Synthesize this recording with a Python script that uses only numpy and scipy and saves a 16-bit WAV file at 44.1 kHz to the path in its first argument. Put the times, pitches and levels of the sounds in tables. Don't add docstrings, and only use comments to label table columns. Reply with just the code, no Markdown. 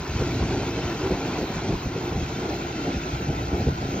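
import sys
import numpy as np
from scipy import signal
from scipy.fft import rfft, irfft
from scipy.io import wavfile
from scipy.ndimage import uniform_filter1d, map_coordinates

SR = 44100
rng = np.random.default_rng(int(sys.argv[2]) if len(sys.argv) > 2 else 0)


def inscribe(sig):
    pcm = np.round(np.clip(np.atleast_2d(sig).T, -1, 1) * 32767)
    wavfile.write(sys.argv[1], SR, pcm.astype(np.int16))


N = 176400

# t/s, level/dB
SHAKE_LEVEL = [(0, -33), (.12, -36), (.2, -31), (.55, -29), (.76, -33.5), (.84, -35), (.92, -28),
               (.98, -36), (1.03, -31), (1.2, -28.5), (1.45, -31), (1.6, -33.5), (1.73, -33.5),
               (1.8, -36.5), (1.87, -35), (2.12, -30), (2.27, -36.5), (2.4, -30), (2.6, -30.5),
               (2.68, -32.5), (2.88, -29), (3.1, -34), (3.4, -32), (3.46, -35.5), (3.66, -29.5),
               (3.76, -38), (3.83, -32), (4, -30.5)]
# f/Hz, bandwidth/Hz, level/dB
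FRAME_MODES = [(184.3, 31, -2.5), (269, 36, 0), (353.3, 42, 2), (459.5, 38.4, -5.5), (567, 56, -10.5),
               (678, 79, -9.5), (801, 61, -9)]
# t/s, level/dB
RUMBLE_LEVEL = [(0, -31.5), (.06, -43), (.2, -29), (.6, -32), (1.0, -34.5), (2.15, -37), (2.6, -34.5),
                (2.8, -38), (3.15, -33.5), (3.65, -30.5), (3.76, -35), (3.82, -27), (4, -36)]
# f/Hz, level/dB
RUMBLE_SPECTRUM = [(18, -36), (32, -19), (48, -5), (68, 3), (85, -2.5), (105, 2), (140, 2.5), (200, -11.5),
                   (300, -18.5), (700, -50), (3000, -105)]
# t/s, level/dB
GLIDE_LEVEL = [(0, -41.5), (.04, -41.5), (.15, -37), (.92, -38), (.98, -38.5), (1.03, -37.5), (1.4, -38),
               (1.48, -40), (1.57, -37), (1.78, -40.5), (3, -38.5), (3.3, -40.5), (3.66, -40.5),
               (3.72, -42.5), (3.8, -41), (4, -39)]
# f/Hz, level/dB
SCRAPE_SPECTRUM = [(250, -38.5), (600, -15), (850, 2.5), (1130, -22.5), (1400, -6), (1800, 2.5), (2600, 4),
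                   (2880, -3), (3400, -0.5), (5000, -3), (6500, -1.5), (10000, -35.5)]
# f/Hz, bandwidth/Hz, level/dB
RUNNER_MODES = [(1380, 93, 9.5), (1546, 61, 5.5), (2130, 390, 0.5), (2410, 79, 2), (2676, 62, 6.5),
                (3086, 25, 8), (4060, 290, -7.5)]
# f/Hz, level/dB
SPRAY_SPECTRUM = [(300, -55), (700, -18), (1100, -13), (1350, 2), (1900, -4), (2600, 0), (3300, -.5),
                  (4200, 0), (5500, -3.5), (7300, -12), (9500, -45)]
# f/Hz, level/dB
SNOW_LEFT_BIAS = [(700, 0), (1550, 2.3), (2050, .3), (2400, 2.8), (2700, .6), (3500, .7), (4000, -4.5),
                  (4450, -4.3), (5000, 0), (9000, 0)]
# t/s, level/dB
RASP_LEVEL = [(0, -50.5), (.3, -44.5), (1.2, -42.5), (1.58, -40.5), (1.8, -48), (2.4, -45), (2.95, -43),
              (3.4, -57), (4, -54)]
# f/Hz, bandwidth/Hz, level/dB
RASP_MODES = [(2427, 220, 4), (2690, 170, 1), (3040, 110, -4), (3340, 260, 1.5), (3900, 220, 1.5),
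              (4200, 260, 1)]
# f/Hz, level/dB
HIGH_HISS_SPECTRUM = [(10500, -45), (11700, -22), (12600, 0), (15500, -2)]
# t/s, level/dB, stereo width (0-1)
PATTER_COURSE = [(0, -41, 0.28), (1.4, -39, 0.35), (2.1, -41, 0.55), (2.499, -40, 0.68), (3.2, -38.5, 0.84),
                 (4, -39, 0.84)]
# f/Hz, level/dB
PAW_SPECTRUM = [(150, -83.5), (500, -59), (650, -13.5), (780, -3.5), (880, 4), (1000, 5.5), (1180, -2.5),
                (1350, -2), (1700, -8), (2600, -15.5), (9000, -86)]
# t/s, thud level/dB, boom level/dB, knock level/dB
TRAIL_BUMPS = [(.104, -24.5, -29, -44), (0.159, -21.5, -25.5, -42), (.217, -24.5, -27, -27.5),
               (.368, -25, -42, -40), (.417, -22.5, -27, -31.5), (0.446, -27.5, -26, -45),
               (0.522, -28.5, -28.5, -32), (0.782, -34, -45.5, -24), (0.852, -21.5, -34, -31),
               (1.052, -24, -33, -49), (1.117, -28, -34, -21.5), (1.132, -26, -36, -38),
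               (1.261, -35, -41, -30), (1.436, -36, -39, -23), (1.567, -31, -26, -31),
               (1.701, -25.5, -22, -28), (1.741, -23.5, -27, -28), (1.863, -23, -32, -33),
               (1.973, -40, -26, -26), (2.029, -40, -30, -30.5), (2.125, -28.5, -31, -27.5),
               (2.162, -24, -25.5, -28), (2.195, -27, -33.5, -40), (2.225, -24, -29, -38),
               (2.385, -31, -26, -34.5), (2.892, -56, -30, -33), (2.97, -21.5, -29, -45),
               (3.14, -24, -44, -56), (3.22, -42, -30, -29.5), (3.29, -23, -27, -28),
               (3.325, -31, -38, -50), (3.544, -20, -25, -24), (3.608, -24, -26, -29),
               (3.682, -17.5, -30.5, -22), (3.718, -28, -29, -46)]
# f/Hz, level/dB
THUD_SPECTRUM = [(20, -24), (35, -19), (50, -3), (70, -1), (105, -5), (135, -6.5), (200, -28), (700, -68),
                 (3000, -110)]
# f/Hz, bandwidth/Hz, level/dB
BED_MODES = [(156, 88, 0), (227, 77, -1.5)]
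# f/Hz, level/dB
KNOCK_SPECTRUM = [(60, -22), (170, -4), (290, 0), (520, -3), (700, -27), (1100, -42), (4000, -80)]
# start t/s, duration/s, level/dB
GROAN_EVENTS = [(0.176, 0.058, -31), (0.488, 0.15, -33), (0.675, 0.1, -33), (1, .09, -28),
                (1.358, 0.084, -36)]


def undb(db):
    return 10 ** (np.asarray(db) / 20)


def unit(x):
    return x / np.sqrt(np.mean(x ** 2))


def follow(curve):
    return undb(np.interp(np.arange(N) / SR, *np.array(curve).T))


def colour(x, points, share=1):
    hz, db = np.array(points).T
    f = np.maximum(np.fft.rfftfreq(N, 1 / SR), 1)
    return irfft(rfft(x) * undb(share * np.interp(np.log(f), np.log(hz), db)), N)


def ring(x, modes):
    f = np.maximum(np.fft.rfftfreq(N, 1 / SR), 1)
    response = sum(undb(db) / (1 + .5j * (f * f - hz * hz) / (f * width)) ** 2 * (-1) ** k
                   for k, (hz, width, db) in enumerate(modes))
    return unit(irfft(rfft(x) * response, N))


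def wander(rate):
    hold = max(int(SR / rate), 2)
    steps = rng.standard_normal(N)[np.arange(N) // hold]
    return unit(uniform_filter1d(uniform_filter1d(steps, hold), hold))


def grains(rate, spread_db):
    impulses = (rng.random(N) < rate / SR) * rng.choice([-1, 1], N)
    return unit(impulses * undb(spread_db * rng.standard_normal(N)))


def swell(at, rise_s, fall_s):
    t = np.arange(N) / SR - at
    return np.exp(-np.where(t < 0, (t / rise_s) ** 2 / 2, (t / fall_s) ** 2 / 2))


def steady(x, seconds):
    return x / np.sqrt(uniform_filter1d(x ** 2, max(int(seconds * SR), 2)) + 1e-6)


def flex(x, share, rate):
    drift = share * wander(rate)
    return map_coordinates(x, [np.arange(N) + np.cumsum(drift - drift.mean())], mode="mirror")


def flicker(x, depth_db=3.6):
    bands = signal.stft(x, nperseg=1024)[2]
    ripple = uniform_filter1d(rng.standard_normal(bands.shape), size=3, axis=0)
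    ripple = unit(uniform_filter1d(ripple, size=3, axis=1))
    return unit(signal.istft(bands * undb(depth_db * ripple), nperseg=1024)[1][:N])


def frame():
    ridges = grains(990, spread_db=0)
    shake = steady(flex(ring(ridges, FRAME_MODES), share=.025, rate=6), seconds=.05)
    return shake * follow(SHAKE_LEVEL) * undb(.5 + 1.75 * wander(27.6))


def rumble():
    pressure = steady(colour(grains(500, spread_db=3), RUMBLE_SPECTRUM), seconds=.05)
    return pressure * follow(RUMBLE_LEVEL) * undb(1.5 * wander(23.5))


def runners(right_lag_s=5.15e-5):
    scrape = undb(-2 + .17 * wander(28)) * flicker(colour(grains(9000, spread_db=4), SCRAPE_SPECTRUM))
    ring_gain = undb(-4.5 + wander(21.4))
    ringing = flex(ring(grains(5000, spread_db=0), RUNNER_MODES), share=.012, rate=8)
    left = scrape + ring_gain * ringing
    right = irfft(rfft(left) * np.exp(-2j * np.pi * np.fft.rfftfreq(N, 1 / SR) * right_lag_s), N)
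    spray = np.array([flicker(colour(grains(9000, spread_db=4), SPRAY_SPECTRUM)) for _ in range(2)])
    spray *= undb(-8 + 1.7 * wander(30.27))
    return (np.array([left, right]) + spray) * follow(GLIDE_LEVEL) * undb(.34 * wander(12))


def rasp():
    sides = np.zeros((2, N))
    for side in sides:
        for hz, width, db in RASP_MODES:
            gain = undb(db + .6 * wander(13)) * np.sqrt(width)
            side += gain * ring(grains(5000, spread_db=7.5), [(hz, width, 0)])
    return unit(sides) * follow(RASP_LEVEL) * undb(-5.5)


def high_hiss():
    hiss = np.array([unit(colour(grains(9000, spread_db=4), HIGH_HISS_SPECTRUM)) for _ in range(2)])
    return hiss * undb(-57 + 1.8 * wander(16))


def paws(steps_per_s=13):
    steps = sum(swell((k + .2 * jitter) / steps_per_s, rise_s=.011, fall_s=.026) * undb(size_db)
                for k, (jitter, size_db) in enumerate(rng.standard_normal((70, 2))))
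    mid, side = (unit(colour(grains(6000, spread_db=2), PAW_SPECTRUM)) for _ in range(2))
    at, db, width = np.array(PATTER_COURSE).T
    t = np.arange(N) / SR
    angle = np.pi / 2 * np.interp(t, at, width)
    crunch = mid * np.cos(angle) + side * np.sin(angle) * np.array([[1], [-1]])
    return crunch * unit(steps + 1) * undb(np.interp(t, at, db))


def bumps():
    thud = steady(colour(grains(700, spread_db=-.5), THUD_SPECTRUM), seconds=.0175)
    boom = steady(ring(grains(700, spread_db=1), BED_MODES), seconds=.027)
    ringing = ring(grains(700, spread_db=5.5), FRAME_MODES)
    dull = undb(-1) * unit(colour(grains(700, spread_db=-1.5), KNOCK_SPECTRUM))
    knock = steady(ringing + dull, seconds=.02)
    out = np.zeros(N)
    for at, thud_db, boom_db, knock_db in TRAIL_BUMPS:
        blow = thud * undb(thud_db - 2) + boom * undb(boom_db - 2.5) + knock * undb(knock_db - 2)
        out += swell(at, rise_s=.013, fall_s=.011) * blow
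    return out


def groans(hz=340, width_hz=73, pitch_rise=.077, edge_s=.0064):
    t, out = np.arange(N) / SR, np.zeros(N)
    for at, length, db in GROAN_EVENTS:
        judder = ring(grains(990, spread_db=-.5), [(hz, width_hz, 0)])
        load = np.clip((t - at) / length, 0, 1)
        rising = map_coordinates(judder, [np.cumsum(1 + pitch_rise * load)], order=1, mode="mirror")
        gate = np.clip(np.minimum(t - at, at + length - t) / edge_s + .5, 0, 1)
        out += steady(rising, seconds=.025) * gate * undb(db)
    return out


def scene():
    left, right = runners() + rasp()
    snow = np.array([colour(left, SNOW_LEFT_BIAS, share=.5), colour(right, SNOW_LEFT_BIAS, share=-.5)])
    return frame() + groans() + rumble() + bumps() + snow + high_hiss() + paws()


def record(dry, low_cut_hz=29, top_hz=15600):
    x = signal.sosfilt(signal.butter(4, low_cut_hz, "highpass", fs=SR, output="sos"), dry)
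    return signal.sosfilt(signal.ellip(8, .2, 70, top_hz, fs=SR, output="sos"), np.tanh(x))


dry = scene()
out = record(dry)
inscribe(out)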